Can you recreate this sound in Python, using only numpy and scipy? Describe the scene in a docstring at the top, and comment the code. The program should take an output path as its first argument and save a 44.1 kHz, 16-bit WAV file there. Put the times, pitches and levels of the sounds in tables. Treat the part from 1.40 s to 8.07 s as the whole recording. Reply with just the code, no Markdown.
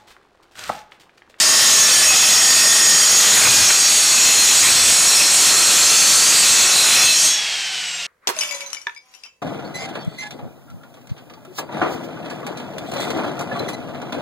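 """Circular saw cutting a roof tile

A handheld saw's diamond blade cuts a concrete tile outdoors. Grit scrapes the kerf and rings the steel
disc, which sings now and then; the rim buzzes, sags under load and jams briefly. The blade comes free,
the trigger is let go and the motor whines down. The shriek overloads the microphone. Low rumbles and
short, dull thumps sound under the cut."""
import sys
import numpy as np
from scipy import signal
from scipy.fft import rfft, irfft, next_fast_len
from scipy.io import wavfile

SR = 44100
rng = np.random.default_rng(int(sys.argv[2]) if len(sys.argv) > 2 else 0)


def int16_out(signal):
    """Quantize to a 16-bit WAV file."""
    q = np.round(np.clip(np.atleast_2d(signal).T, -1, 1) * 32767)
    wavfile.write(sys.argv[1], SR, q.astype(np.int16))


N = 293997
TIME = np.arange(N) / SR
# the disc sinks in, reaches the far edge, is through, grazes the kerf, is lifted
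SINK_S, EDGE_S, THROUGH_S, GRAZE_S, LIFT_S = 1.54, 5.42, 5.65, 5.85, 5.87


def undb(db):
    """Decibels to gain."""
    return 10 ** (np.asarray(db) / 20)


def unit(x):
    """Scale to rms 1."""
    return x / np.sqrt(np.mean(x ** 2))


def curve(table):
    """Join (time [s], value) points by straight lines."""
    return np.interp(TIME, *np.transpose(table))


def ramp(start_s, end_s):
    """Linear rise from 0 to 1."""
    return np.clip((TIME - start_s) / (end_s - start_s), 0, 1)


def since(start_s):
    """Seconds elapsed; 0 before the start."""
    return np.maximum(TIME - start_s, 0)


def swell(start_s, end_s, edge):
    """Rise and fall, each over the share `edge` of the span; one already under way only falls."""
    place = (TIME - start_s) / (end_s - start_s)
    rise = place if start_s > .02 else 1
    return np.clip(np.minimum(rise, 1 - place) / edge, 0, 1)


def walk(rate_hz):
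    """Random drift, rate_hz new values a second; rms 1."""
    values = rng.standard_normal(4096)
    return unit(np.interp(TIME * rate_hz, np.arange(len(values)), values))


def colour(x, points):
    """Filter by (frequency [Hz], gain [dB]) points; rms 1."""
    hz, db = np.transpose(points)
    size = next_fast_len(N, True)
    bins_hz = np.maximum(np.arange(size // 2 + 1) * SR / size, 1)
    gain = undb(np.interp(np.log(bins_hz), np.log(hz), db))
    return unit(irfft(rfft(x, size) * gain, size)[:N])


def ring(x, hz, width_hz):
    """One damped mode driven by x; rms 1."""
    return unit(signal.lfilter(*signal.iirpeak(hz, hz / width_hz, SR), x))


def scrape(turns, wobble_db):
    """Grit impacts of uneven size; the disc runs out of true and bites harder once a turn."""
    return rng.standard_normal(N) * undb(wobble_db * np.sin(2 * np.pi * turns) + 1.5 * walk(400))


def rim_pattern(turns, points=768):
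    """The same diamonds meet the tile every turn, so part of the scrape repeats."""
    marks = signal.resample(rng.standard_normal(points), 8 * points)
    return unit(np.interp(turns % 1, np.linspace(0, 1, len(marks)), marks))


def blade(bite, depth, wander_db=1.83, flutter_db=2.0, kerf_damping=1.66):
    """Disc modes waver as the contact point moves; the kerf walls damp them and shift their balance."""
    # steel disc modes: (frequency [Hz], free width [Hz], shallow level [dB], buried level [dB])
    modes = [(630, 29, -41.5, -49.5), (1138, 14, -41.5, -52), (1282, 56, -37.5, -44), (1912, 87, -30, -36),
             (2592, 157, -31, -26.5), (3165, 89, -26.5, -38), (3457, 32, -29, -31), (4045, 150, -28.5, -24),
             (4219, 30, -31, -25.5), (4480, 63, -26.5, -29.5), (4740, 47, -26.5, -31), (5097, 32, -26, -30),
             (5330, 24, -31, -44), (5591, 71, -23, -20.5), (6110, 66, -25, -28.5), (6294, 77, -29.5, -24),
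             (6670, 49, -18.5, -31), (6780, 34, -25, -24), (7290, 37, -28.5, -26),
             (7580, 130, -28.5, -28.5), (7790, 92, -31, -25), (8123, 57, -23.5, -23), (8634, 86, -32, -33),
             (8960, 92, -28.5, -27), (9576, 160, -27, -30), (10110, 21, -37, -36), (10600, 51, -42, -37),
             (11100, 45, -39, -37.5), (11400, 71, -36.5, -36.5), (12600, 63, -36, -45),
             (13400, 62, -46, -53)]
    out = 0
    for hz, width_hz, shallow_db, buried_db in modes:
        push = np.roll(bite, rng.integers(N))
        shallow = undb(shallow_db) * ring(push, hz, width_hz)
        buried = undb(buried_db) * ring(push, hz, width_hz * kerf_damping)
        waver = undb(wander_db * walk(5) + flutter_db * walk(22))
        out += ((1 - depth) * shallow + depth * buried) * waver
    return out


def buzzing(turns, rim_db=-44.5, chatter_db=-3.0):
    """The uneven rim drums on the tile at multiples of the turn rate; some flare up as chatter."""
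    # rim lines: (multiple of turn rate, level [dB])
    rim_lines = [(12, -3), (15, -1.5), (16, -3), (19, -2.5), (21, -1), (23, 1), (25, -11), (26, -2),
                 (28, 0), (31, 3.5), (33, 1.5), (38, 3), (47, 8)]
    # chatter spells: (start [s], length [s], multiple of turn rate, level [dB])
    spells = [(0, .7, 31, -25), (0, .5, 19, -32), (0, .55, 11, -35), (.2, .55, 55, -29), (.65, .5, 14, -36),
              (1.0, .62, 33, -26), (1.05, .55, 34, -26), (1.85, .53, 31, -31), (1.9, .48, 47, -25),
              (3.95, 1.0, 27, -31), (4.15, .9, 12, -39)]

    def line(multiple):
        """Slightly unsteady tone; rms 1."""
        return np.sqrt(2) * np.sin(2 * np.pi * (multiple * turns + rng.random()) + 0.28 * walk(40))

    rim = sum(undb(db + 1.8 * walk(4)) * line(multiple) for multiple, db in rim_lines)
    chatter = sum(undb(db + 2 * walk(25)) * swell(start_s, start_s + length_s, edge=0.16) * line(multiple)
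                  for start_s, length_s, multiple, db in spells)
    return undb(rim_db) * rim + undb(chatter_db) * chatter


def cutting(turns, usual_feed_db=-29, sink_tau_s=1.0, unload_s=.06, lift_db_per_s=135):
    """The rim grinds the tile: feed sets the level, depth the disc's ring; it eases once through."""
    # push on the saw: (time [s], level [dB])
    feed = [(0.0, -30), (0.14, -28), (1.61, -28.5), (2.05, -25.5), (2.57, -34.5), (2.83, -29.5),
            (3.93, -28.5), (4.02, -27.5), (5.62, -29.5)]
    # grit hiss spectrum: (frequency [Hz], gain [dB])
    grit_spectrum = [(1200, -17), (2500, -6), (3800, -2), (5000, -6), (7500, 0), (8400, -4.5),
                     (9200, -12.5), (11000, -13), (13500, -31), (15600, -53)]
    # spectrum of the tile's low rasp: (frequency [Hz], gain [dB])
    rasp_spectrum = [(25, -45), (60, -32), (150, -8.5), (400, -2.5), (800, -2), (1400, 3), (2400, -3.5),
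                     (4000, -27), (9000, -48)]
    feed_db = curve(feed) - usual_feed_db
    sunk = 1 - np.exp(-since(SINK_S) / sink_tau_s)
    depth = sunk * (1 - 0.77 * ramp(EDGE_S, THROUGH_S))
    through = ramp(THROUGH_S, THROUGH_S + unload_s)
    graze_db = 4 * np.exp(-((TIME - GRAZE_S) / 0.052) ** 2)
    contact_db = graze_db - lift_db_per_s * since(LIFT_S)
    scrape_db = -1 + .2 * feed_db - 3.5 * through + contact_db
    load_db = -9.5 * through + contact_db
    bite = scrape(turns, wobble_db=1.16) + 0.67 * rim_pattern(turns)
    steel = blade(bite, depth) * undb(scrape_db)
    grit = colour(bite, grit_spectrum) * undb(scrape_db - 19.5 + 2.7 * walk(14))
    rasp = colour(scrape(turns, wobble_db=2.0), rasp_spectrum) * undb(feed_db + load_db - 29)
    buzz = buzzing(turns) * undb(load_db)
    return steel + grit + rasp + buzz


def singing(attack_s=0.067, release_s=0.058):
    """Friction feeds one mode of disc or tile: a narrow, unsteady tone builds up and rings away."""
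    # singing modes: (start [s], time driven [s], pitch [Hz], width [Hz], level [dB])
    sings = [(0, 0.28, 4760, 23, -24), (0, .4, 5226, 29, -22.5), (.3, 1.25, 5574, 20, -23),
             (.6, 0.13, 2570, 62, -22), (.7, 1.1, 5014, 11, -27.5), (.95, .55, 8150, 54, -24),
             (0.998, 1, 6820, 25, -19.5), (1.35, 1.28, 6660, 48, -20.5), (2.2, 0.31, 6300, 45, -30),
             (2.35, .4, 4500, 27, -27), (2.65, 0.6, 6860, 60, -19.5), (3.1, 0.76, 8060, 170, -22),
             (3.2, 1.05, 5550, 50, -25.5), (4.0, .5, 4270, 80, -24.5), (4.5, 0.34, 4500, 110, -22),
             (4.8, 0.23, 4650, 92, -22), (5.03, 0.3, 2617, 70, -29.5), (5.482, .25, 4136, 30, -21.5),
             (5.53, 0.076, 732, 36, -32), (5.58, 0.14, 2620, 53, -25), (5.66, 0.28, 5550, 13, -26.5),
             (5.78, 0.089, 6660, 17, -23), (5.798, 0.086, 6300, 11, -21)]
    out = np.zeros(N)
    for start_s, driven_s, hz, width_hz, db in sings:
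        attack = ramp(start_s, start_s + attack_s) if start_s > .02 else 1
        envelope = attack * np.exp(-since(start_s + driven_s) / release_s)
        on = envelope > 1e-3
        pole = np.exp(-np.pi * width_hz / SR)
        slow_noise = signal.lfilter([1 - pole], [1, -pole], rng.standard_normal((2, N))[:, on])
        phasor = slow_noise[0] + 1j * slow_noise[1]
        phasor /= np.sqrt(np.abs(phasor))  # friction saturates, steadying the level
        tone = np.real(phasor * np.exp(2j * np.pi * hz * TIME[on]))
        out[on] += undb(db) * envelope[on] * unit(tone)
    return out


def motor(turn_hz, gear_ratio=16 / 3, free_turn_hz=52.8, air_db_per_octave=20.5, whine_db_per_octave=23):
    """Cooling air rushes through the housing; gear teeth and fan blades whine at shaft-rate multiples."""
    # gear and fan lines: (multiple of shaft rate, level [dB])
    whine_lines = [(3, -19.5), (6, -13), (12, 0), (16, -12), (32, -19), (48, -37.5)]
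    # housing resonances that lift a passing line: (frequency [Hz], width [Hz], boost [dB])
    housing = [(7620, 350, 22), (3730, 90, 9)]
    # cooling air spectrum: (frequency [Hz], gain [dB])
    air_spectrum = [(25, -19.5), (70, -26), (300, -24.5), (800, -13.5), (1200, -14), (1700, -7.5),
                    (2700, -1.5), (3600, -4.5), (5500, -5.5), (8300, -12), (9600, -23), (12000, -29),
                    (15600, -43)]
    shaft_hz = gear_ratio * turn_hz
    phase = 2 * np.pi * np.cumsum(shaft_hz * (1 + 0.0041 * walk(220))) / SR
    whine = 0
    for multiple, db in whine_lines:
        boost_db = sum(peak_db / (1 + (2 * (multiple * shaft_hz - hz) / width_hz) ** 2)
                       for hz, width_hz, peak_db in housing)
        whine += np.sqrt(2) * np.sin(multiple * phase) * undb(db + boost_db + 2.2 * walk(90))
    air = colour(rng.standard_normal(N), air_spectrum) * undb(.5 * walk(30))
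    octaves = np.log2(turn_hz / free_turn_hz)
    in_cut_db = -9 * (1 - ramp(THROUGH_S, LIFT_S))
    air_db = -22 + air_db_per_octave * octaves + in_cut_db
    whine_db = -29 + whine_db_per_octave * octaves + in_cut_db
    return undb(air_db) * air + undb(whine_db) * whine


def distant_hum():
    """Something hums faintly far off, wavering in level and phase."""
    # hum tones: (frequency [Hz], level [dB])
    tones = [(167, -58.5), (727, -54)]
    return sum(undb(db + 2 * walk(10)) * np.sqrt(2) * np.sin(2 * np.pi * hz * TIME + 0.95 * walk(13))
               for hz, db in tones)


def chewing(turns):
    """The jammed rim hammers the tile once a turn."""
    # jams: (start [s], end [s], level [dB])
    jams = [(1.961, 2.001, -21), (2.012, 2.098, -20), (2.16, 2.27, -25.5), (2.288, 2.318, -16.5),
            (3.212, 3.334, -22.5), (5.43, 5.683, -25)]
    # jam spectrum: (frequency [Hz], gain [dB])
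    jam_spectrum = [(60, -17), (500, -11), (1200, -1.5), (1700, 1.5), (2500, 5.5), (3200, -8), (6000, -21),
                    (12000, -40)]
    force = sum(undb(db) * swell(start_s, end_s, edge=0.14) for start_s, end_s, db in jams)
    return force * colour(scrape(turns, wobble_db=2.5), jam_spectrum)


def rumbles_and_thumps():
    """Bursts of bass noise: low rumbles and short, dull thumps."""
    # bursts: (time [s], half-length [s], level [dB])
    bursts = [(2.085, 0.06, -31), (2.21, 0.05, -31), (3.354, .2, -37), (4.1, .015, -39), (4.898, .02, -34)]
    # burst spectrum: (frequency [Hz], gain [dB])
    burst_spectrum = [(20, -16), (50, -10), (100, 0), (170, -8), (300, -10), (800, -45)]
    envelope = sum(undb(db) * np.exp(-((TIME - at_s) / half_s) ** 2) for at_s, half_s, db in bursts)
    return envelope * colour(rng.standard_normal(N), burst_spectrum)


def scene(trigger_off_s=5.98, coast_tau_s=3.32, cut_db=2.5):
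    """Cut, motor and surroundings, the same in both channels."""
    # blade speed, sagging under load, recovering once free: (time [s], turn rate [Hz])
    speed = [(0, 57.9), (.3, 57.7), (.85, 53.9), (1.48, 55.8), (1.8, 52.2), (2.17, 52.4), (2.4, 50.1),
             (2.7, 55.2), (2.9, 54.6), (3.45, 47), (4.4, 49.3), (5.15, 48.6), (5.55, 46.7), (5.8, 47.9),
             (5.93, 52.8)]
    turn_hz = curve(speed) * np.exp(-since(trigger_off_s) / coast_tau_s)
    turns = np.cumsum(turn_hz * (1 + 0.002001 * walk(30))) / SR
    cut = cutting(turns) + singing() + chewing(turns)
    sound = undb(cut_db) * cut + motor(turn_hz) + distant_hum() + rumbles_and_thumps()
    return np.array([sound, sound])


def record(dry, ceiling_db=-8.5, low_cut_hz=80, high_cut_hz=15500):
    """The microphone stage flattens the peaks; deep bass and top are cut."""
    oversampled = signal.resample_poly(dry, 3, 1, axis=1) / undb(ceiling_db)
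    clipped = oversampled / (1 + oversampled ** 4) ** .25
    sound = signal.resample_poly(clipped, 1, 3, axis=1) * undb(ceiling_db)
    sound = signal.sosfilt(signal.butter(2, low_cut_hz, "high", fs=SR, output="sos"), sound)
    return signal.sosfilt(signal.ellip(12, .1, 80, high_cut_hz, fs=SR, output="sos"), sound)


dry = scene()
out = record(dry)
int16_out(out)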